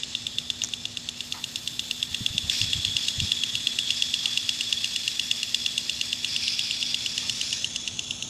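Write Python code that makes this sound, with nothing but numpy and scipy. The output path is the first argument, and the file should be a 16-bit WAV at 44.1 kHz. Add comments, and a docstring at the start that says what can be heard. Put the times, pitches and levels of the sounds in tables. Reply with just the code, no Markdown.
"""An impact sprinkler runs on an open lawn near a hand-held camera while a dog plays in the jet.
From the start, filtered noise makes the spray's hiss, a faint whistle, the breeze and a far machine's hum,
and the arm knocks 8.5 times a second on the head, a set of damped modes. Near drops then snap as noise bursts,
the dog bites with gushes of resonant noise, low puffs thump the microphone, and splashes off fur swell the hiss.
Near the end the camera tips down: a ground echo strengthens and the tone shifts to the upper middle."""
import sys
import numpy as np
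from scipy import signal
from scipy.fft import rfft, irfft
from scipy.io import wavfile
from scipy.ndimage import uniform_filter1d, map_coordinates

SR = 44100
rng = np.random.default_rng(int(sys.argv[2]) if len(sys.argv) > 2 else 0)


def wrap_up_sound(samples):
    """Save the sound to the file named by the first command line argument, as 16-bit audio."""
    columns = np.atleast_2d(samples).T
    # keep every value between -1 and 1, then stretch to whole-number steps
    tamed = np.clip(columns, -1, 1)
    steps = np.round(tamed * 32767).astype(np.int16)
    wavfile.write(sys.argv[1], SR, steps)


N = 365782
TIME = np.arange(N) / SR


def amp(db):
    """Level: decibels to a pressure ratio."""
    return 10 ** (np.asarray(db) / 20)


def unit(x):
    """Normalization: scales a signal to an rms of one."""
    return x / np.sqrt(np.mean(x ** 2) + 1e-20)


def colour(points, hz):
    """Spectral envelope: gain of a spectrum table, interpolated on a log-frequency axis."""
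    f, db = np.transpose(points)
    return amp(np.interp(np.log(hz + 1), np.log(f), db))


def follow(table, t):
    """Linear interpolation: the columns of a curve table at the times t."""
    s, *columns = np.transpose(table)
    return [np.interp(t, s, column) for column in columns]


def peaks(table, hz):
    """Resonance: power sum of peaks with steep skirts, each 6 dB down at the edges of its width."""
    power = 0
    for centre_hz, width_hz, db in table:
        detuning = 2 * (hz - centre_hz) / width_hz
        power = power + (amp(db) / (1 + detuning ** 2)) ** 2
    return np.sqrt(power)


def tint(x, points):
    """Linear filtering: multiplies the spectrum of x by a spectrum table."""
    hz = np.fft.rfftfreq(len(x), 1 / SR)
    return irfft(rfft(x) * colour(points, hz), len(x))


def wander(rate_hz, size=N):
    """Low-pass noise: random motion of rms one, slower for a lower rate."""
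    hz = np.fft.rfftfreq(size, 1 / SR)
    spectrum = rfft(rng.standard_normal(size)) / (1 + (hz / rate_hz) ** 4)
    return unit(irfft(spectrum, size))


def swell(t, rise_s):
    """Critically damped response: rises to one in the given time, then dies away."""
    u = np.maximum(t, 0) / rise_s
    return u * np.exp(1 - u)


def ring(t, hz, t60, rise_s):
    """Damped free vibration: a struck mode that builds up quickly and decays exponentially."""
    t = np.maximum(t, 0)
    decay = np.exp(-np.log(1000) * t / t60)
    build_up = 1 - np.exp(-t / rise_s)
    return np.sin(2 * np.pi * hz * t) * decay * build_up


def add(mix, s, sound):
    """Superposition: mixes a sound in at time s."""
    part = mix[max(round(s * SR), 0):][:len(sound)]
    part += sound[:len(part)]


def burst(t, length_s, rise_s=0.018, fade_s=0.051):
    """Envelope of a splash: rises, holds while the dog is in the jet, and fades exponentially."""
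    return np.clip(t / rise_s, 0, 1) * np.exp(-np.maximum(t - length_s, 0) / fade_s)


# the jet: t/s, spray level/dB, treble tilt/dB per 5 kHz, nozzle rush level/dB
JET = [(0, -3, -11, -9), (0.35, -5.5, 0, -4), (1.15, -6, -3, -9.5), (1.28, -5, 4, -11.5),
       (1.8, -4, 6, -4.5), (2.4, -1.8, 2, -0.5), (2.7, 0.9, -1.5, 5.5), (4.3, 0.9, -1, 3.5),
       (5.4, -0.5, 2, -0.5), (6.2, -1.5, -0.5, -1), (6.7, -2.5, -1, 3), (7.5, 0, -0.5, -1),
       (7.85, -3.7, -5, -5.5), (8.29, -5, -1, -11)]
# spectrum of the free spray: f/Hz, level/dB
SPRAY = [(400, -50), (1400, -47.5), (2400, -38.5), (3900, -28), (5600, -41.5), (6300, -32), (7500, -33.5),
         (8400, -39.5), (9100, -50.5), (10500, -52), (11300, -47), (13500, -51.5), (15000, -69)]
# resonances of the head in the rushing spray: f/Hz, width/Hz, level/dB
HEAD = [(1817, 490, -37), (2820, 280, -30), (4340, 330, -31), (5320, 250, -27), (9600, 250, -43),
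        (10160, 190, -45)]
# the rush in the nozzle: f/Hz, width/Hz, level/dB
NOZZLE = [(3378, 240, -22), (3635, 190, -24)]
# spectrum of water hitting fur: f/Hz, level/dB
SPLASH = [(400.0, -60), (1300.0, -50.5), (2000.0, -41.5), (2400.0, -25.5), (3500.0, -33), (5000.0, -18.5),
          (5700.0, -23.5), (6200.0, -38.5), (7500.0, -48.5), (10000.0, -43.5), (12000.0, -82),
          (15000.0, -54)]
# the dog gets into the jet: start t/s, length/s, splash off fur level/dB, scattered spray level/dB
SPLASHES = [(2.494, 0.13, -0.5, 3.5), (2.974, 0.086, -6, -3), (3.2, 0.062, -4, -2), (3.86, 2.65, -9, -20),
            (6.262, .15, -2.5, -6), (6.418, 0.11, 2.5, -18), (6.557, 0.33, -1, -14), (6.903, 0.67, -5, -14)]
PATTER_DB = -11  # the light splashing that never stops, relative to the spray


def water(tilt_hz=7500, patchy_db=1.3, flutter_db=1.02, grain_db=1.5):
    """Turbulent flow noise, shaped by spray, head resonances, nozzle rush and splash off fur."""
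    grains = amp(grain_db * wander(2600))
    droplets = unit(rng.standard_normal(N) * grains)
    hz, t, z = signal.stft(droplets, SR, nperseg=512, noverlap=384)
    hz = hz[:, None]
    level, tilt, rush = follow(JET, t)
    flow, splash = amp(level), amp(level + PATTER_DB)
    # incoherent sources add in power
    for start, length, fur_db, scattered_db in SPLASHES:
        contact = burst(t - start, length)
        flow = np.hypot(flow, amp(scattered_db) * contact)
        splash = np.hypot(splash, amp(fur_db) * contact)
    spray = flow * np.hypot(colour(SPRAY, hz), peaks(HEAD, hz))
    fur = splash * colour(SPLASH, hz)
    nozzle = amp(rush) * peaks(NOZZLE, hz)
    # the treble beams, so it changes most as the dog and the camera move
    beam = amp(tilt * np.maximum(hz - tilt_hz, 0) / 5000)
    # random patches, smoothed over frequency and then time
    patches = uniform_filter1d(rng.standard_normal(z.shape), size=6, axis=0)
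    patches = unit(uniform_filter1d(patches, size=12, axis=1))
    z = z * np.sqrt(spray ** 2 + fur ** 2 + nozzle ** 2) * beam * amp(patchy_db * patches)
    hiss = signal.istft(z, SR, nperseg=512, noverlap=384)[1][:N]
    return hiss * amp(flutter_db * wander(76))


# the fuzzy whistle drops in pitch as the dog noses the head: t/s, f/Hz
WHISTLE = [(0, 3510), (2.2, 3507), (2.65, 3385), (8.29, 3412)]


def whistle(db=-41, width_hz=50):
    """Narrow-band noise: the nozzle sings one unsteady note that grows with the rush."""
    hz, = follow(WHISTLE, TIME)
    rush = follow(JET, TIME)[2]
    phase = 2 * np.pi * np.cumsum(hz) / SR
    # two independent random envelopes in quadrature blur the note
    note = wander(width_hz) * np.cos(phase) + wander(width_hz) * np.sin(phase)
    return amp(db + rush) * note


# spectrum of the open field: f/Hz, level/dB
FIELD = [(15, -52), (35, -44), (60, -33.5), (110, -27.5), (200, -33.5), (300, -37), (450, -43), (700, -44),
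         (1400, -48), (4000, -90), (15000, -80)]
# strength of the breeze: t/s, level/dB
BREEZE = [(0, 0.5), (1.3, 0), (2.8, 1), (4, -.5), (5.3, -1), (6.7, 0.5), (7.5, 1), (8.29, 2.5)]


def field():
    """Broadband ambient noise: low outdoor rumble that follows the breeze."""
    breeze, = follow(BREEZE, TIME)
    return amp(breeze) * tint(rng.standard_normal(N), FIELD)


# partials of the distant machine: f/Hz, rms level/dB before its wavering
HUM = [(120, -69), (241, -54), (299, -68.5), (419, -72.5), (599, -74), (1302, -72.5)]


def far_machine(waver_rad=0.56, level_waver_db=1.1):
    """Modulated partials: a far hum whose levels and phases waver at random."""
    hum = np.zeros(N)
    for hz, db in HUM:
        level = amp(db + level_waver_db * wander(6.9))
        hum += level * np.sin(2 * np.pi * hz * TIME + waver_rad * wander(4.7))
    return np.sqrt(2) * hum  # rms to peak


# a near reflection, its delay mostly shortening as the camera tips down: t/s, signed strength, delay/ms
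HOLDER_ECHO = [(0, -0.016, 1.46), (3, -0.088, 1.33), (6, -0.15, 1.305), (7, 0.15, 1.45), (7.3, -0.2, 1.29),
               (7.6, -0.22, 0.89), (7.9, -0.17, 0.58), (8.29, -0.23, 0.38)]
# the camera tips down and hears the ground: t/s, echo strength (0-1), delay/ms
GROUND = [(7.2, 0.04, 0.28), (7.6, 0.26, .31), (7.9, 0.26, 0.308), (8.29, 0.62, .3)]


def echo(x, path):
    """Comb-filter interference: a reflection whose changing delay sweeps notches through the hiss."""
    strength, delay_ms = follow(path, TIME)
    source_sample = np.arange(N) - delay_ms * SR / 1000
    return strength * map_coordinates(x, [source_sample], order=3)


# the arm swings at a steady pace, with a new stride now and then: first knock t/s, period/s, knocks
STRIDES = [(0.0336, .11697, 6), (0.7366, .11736, 9), (1.7936, .11731, 32), (5.5451, .11683, 9),
           (6.5926, .11724, 8), (7.5284, .11602, 7)]
# knocks as the camera and dog move: t/s, low mode level/dB, high mode level/dB, hardness/dB of the overtones
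KNOCK_TONE = [(0, -3.5, -5.5, -12), (0.4, -3.5, -2, -1), (0.8, -3.8, -2, -6), (1.2, -7, -8.5, -4),
              (1.6, -5, -3, 1), (2.25, 0, 0, 2), (3.2, 1, 2, 4), (4.3, 3.5, -1, 4), (5.85, 0.5, -3, 4),
              (6.2, 1, -5, -1), (6.9, -1, -2.5, 0), (7.55, -2.5, -17, 6), (7.9, -4, -10, -4.5),
              (8.29, -8, -13.5, -5)]
# pitch of the head's high mode: t/s, f/Hz
HIGH_MODE = [(0, 3530), (2.2, 3450), (3.3, 3350), (4.6, 3410), (8.29, 3415)]
# a dull clack under the ring, stronger as the camera tips down: t/s, level/dB relative to the low mode column
CLACK = [(0, -27), (5.5, -24), (6.5, -13), (7.5, -8.5), (8.29, -14)]
# overtones of the head under a knock: f/Hz, level/dB, t60/s
OVERTONES = [(1920, -35, 0.0092), (3720, -24.5, 0.01), (4220, -24, 0.012), (5050, -17.5, 0.0053),
             (5090, -25, 0.007), (6394, -27, 0.01), (7320, -35, 0.014), (8270, -20, 0.0029),
             (10020, -44, 0.0087), (11600, -36, 0.0036)]
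# no two knocks are quite alike: standard deviations
LOW_SCATTER_DB, HIGH_SCATTER_DB, HARD_SCATTER_DB, HIGH_SCATTER_HZ = 1, 2, 1.0, 41


def knocks(low_hz=2860, low_db=-5.0, low_t60=0.011, high_db=-4.0, high_t60=0.01,
           clack_hz=3020, clack_t60=0.014, longest_rebound_s=0.0017, rebound=0.69,
           slap_db=-31, slap_s=0.0028, lead_s=0.0002):
    """Modal impact: the arm excites the head's modes, chatters once, and slaps through the jet."""
    out, t = np.zeros(N), TIME[:2048]
    times = np.concatenate([first + period * np.arange(count) for first, period, count in STRIDES])
    usual = np.transpose(follow(KNOCK_TONE, times) + follow(HIGH_MODE, times))
    spread = [LOW_SCATTER_DB, HIGH_SCATTER_DB, HARD_SCATTER_DB, HIGH_SCATTER_HZ]
    scatter = rng.standard_normal(usual.shape) * spread
    for s, (low, high, hard, high_hz) in zip(times, usual + scatter):
        pitch = 1 + 0.004 * rng.standard_normal()
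        knock = amp(low_db + low) * ring(t, low_hz * pitch, low_t60, 0.0015)
        knock += amp(high_db + high) * ring(t, high_hz, high_t60, 0.0007)
        clack, = follow(CLACK, s)
        knock += amp(clack + low) * ring(t, clack_hz, clack_t60, 0.00077)
        again = t - longest_rebound_s * rng.uniform(0.753, 1.0)
        for hz, db, t60 in OVERTONES:
            hz = hz * (1 + 0.0033 * rng.standard_normal())
            level = amp(db + hard + 1.1 * rng.standard_normal())
            late = rng.uniform(0, 0.00016)
            first_hit = ring(t - late, hz, t60, 0.0007)
            second_hit = ring(again - late, hz, t60, 0.00022)
            knock += level * (first_hit + rebound * second_hit)
        slap = tint(rng.standard_normal(len(t)),
                    [(1200, -29), (3000, 2.5), (7500, 2), (9500, -13.0), (15000, -17)])
        add(out, s - lead_s, knock)
        # the arm cuts the jet just before it lands
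        add(out, s - 0.001, amp(slap_db + hard / 2) * unit(slap) * swell(t, slap_s))
    # the small head radiates poorly below its first modes
    return tint(out, [(1000, -19), (1500, -7.5), (1900, 2), (2250, -9.5),
                      (2750, 0.5), (8500, -0.5), (12000, -0.5), (15000, -9)])


# drops landing close by: t/s, peak level/dB
DROPS = [(0.6375, -8), (.6457, -13.5), (.6484, -21), (.6570, -25), (.6715, -25), (.6878, -23.5),
         (.7115, -31)]
# spectrum of a drop: f/Hz, level/dB
DROP_COLOUR = [(200, -35), (900, -14), (2000, -11.5), (4000, -8), (5800, 7), (7000, -2), (8500, -22),
               (15000, -30)]


def drops(snap_s=0.00029):
    """Impulsive excitation: each near drop is one very short, bright burst of noise."""
    out, t = np.zeros(N), TIME[:512] - TIME[128]
    for s, db in DROPS:
        snap = tint(rng.standard_normal(len(t)) * swell(t, snap_s), DROP_COLOUR)
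        add(out, s + t[0], amp(db) * snap / abs(snap).max())
    return out


# the dog bites at the water: t/s, level/dB, swell time/s
BITES = [(1.338, -42, 0.0094), (1.364, -49, 0.016), (4.225, -50, 0.031), (7.22, -49.5, 0.018)]
# resonances of the open mouth: f/Hz, width/Hz, level/dB
MOUTH = [(896, 220, 3), (1240, 310, 0.5), (2080, 510, -2), (2970, 290, -21)]


def bites():
    """Cavity resonance: short wet gushes of noise in the dog's open mouth."""
    hz = np.fft.rfftfreq(N, 1 / SR)
    gush = unit(irfft(rfft(rng.standard_normal(N)) * peaks(MOUTH, hz), N))
    return gush * sum(amp(db) * swell(TIME - s, rise_s) for s, db, rise_s in BITES)


# puffs of air on the microphone: t/s, level/dB, f/Hz, swell time/s
THUMPS = [(2.112, -35, 85, 0.0078), (2.206, -21, 101.8, 0.0061), (2.303, -33, 90, 0.0051),
          (2.346, -29.5, 130, 0.0094), (2.431, -32, 79.7, 0.019), (2.608, -25.5, 103, 0.016),
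          (2.68, -35, 95.2, 0.018), (2.745, -28, 143.4, 0.014), (2.784, -30, 86, 0.0074),
          (2.855, -33, 97, 0.02), (2.944, -30, 108, 0.0056), (3.171, -29.5, 117.2, 0.022),
          (3.217, -24, 94, 0.012), (3.522, -36, 97.7, .014)]


def thumps(push=0.47, turbulence=0.42):
    """Turbulent pressure: each puff is a low push of a few cycles with low-pass noise in it."""
    out, t = np.zeros(N), TIME[:8192]
    for s, db, hz, rise_s in THUMPS:
        eddies = unit(tint(rng.standard_normal(len(t)),
                           [(28, -25), (60, 2.5), (160, 0.5), (280, -14.5), (500, -36), (2000, -80)]))
        puff = push * np.sin(2 * np.pi * hz * t) + turbulence * eddies
        add(out, s, amp(db) * swell(t, rise_s) * puff)
    return out


def scene():
    """Superposition: the sprinkler with its near reflections, and the sounds around it."""
    sprinkler = water() + whistle() + knocks()
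    heard = sprinkler + echo(sprinkler, HOLDER_ECHO) + echo(sprinkler, GROUND)
    # tipped down, the microphone favours the upper middle and loses the top
    tipped, = follow([(6.9, 0.087), (7.8, 1)], TIME)
    tipped_tone = tint(heard, [(2000, 0.5), (4600, -2.0), (6200, 5.5), (7600, 0.5),
                               (10500, 3.0), (12500, -9), (15000, -1)])
    heard = (1 - tipped) * heard + tipped * tipped_tone
    return (heard + field() + far_machine() + drops() + bites() + thumps())[None]


EDGE_HZ = 15600


def record(dry):
    """Band limitation: a linear-phase low-pass filter removes the top of the spectrum."""
    lowpass = signal.firwin(401, EDGE_HZ, window=("kaiser", 9), fs=SR)
    return signal.oaconvolve(dry, lowpass[None], "same")


dry = scene()
out = record(dry)
wrap_up_sound(out)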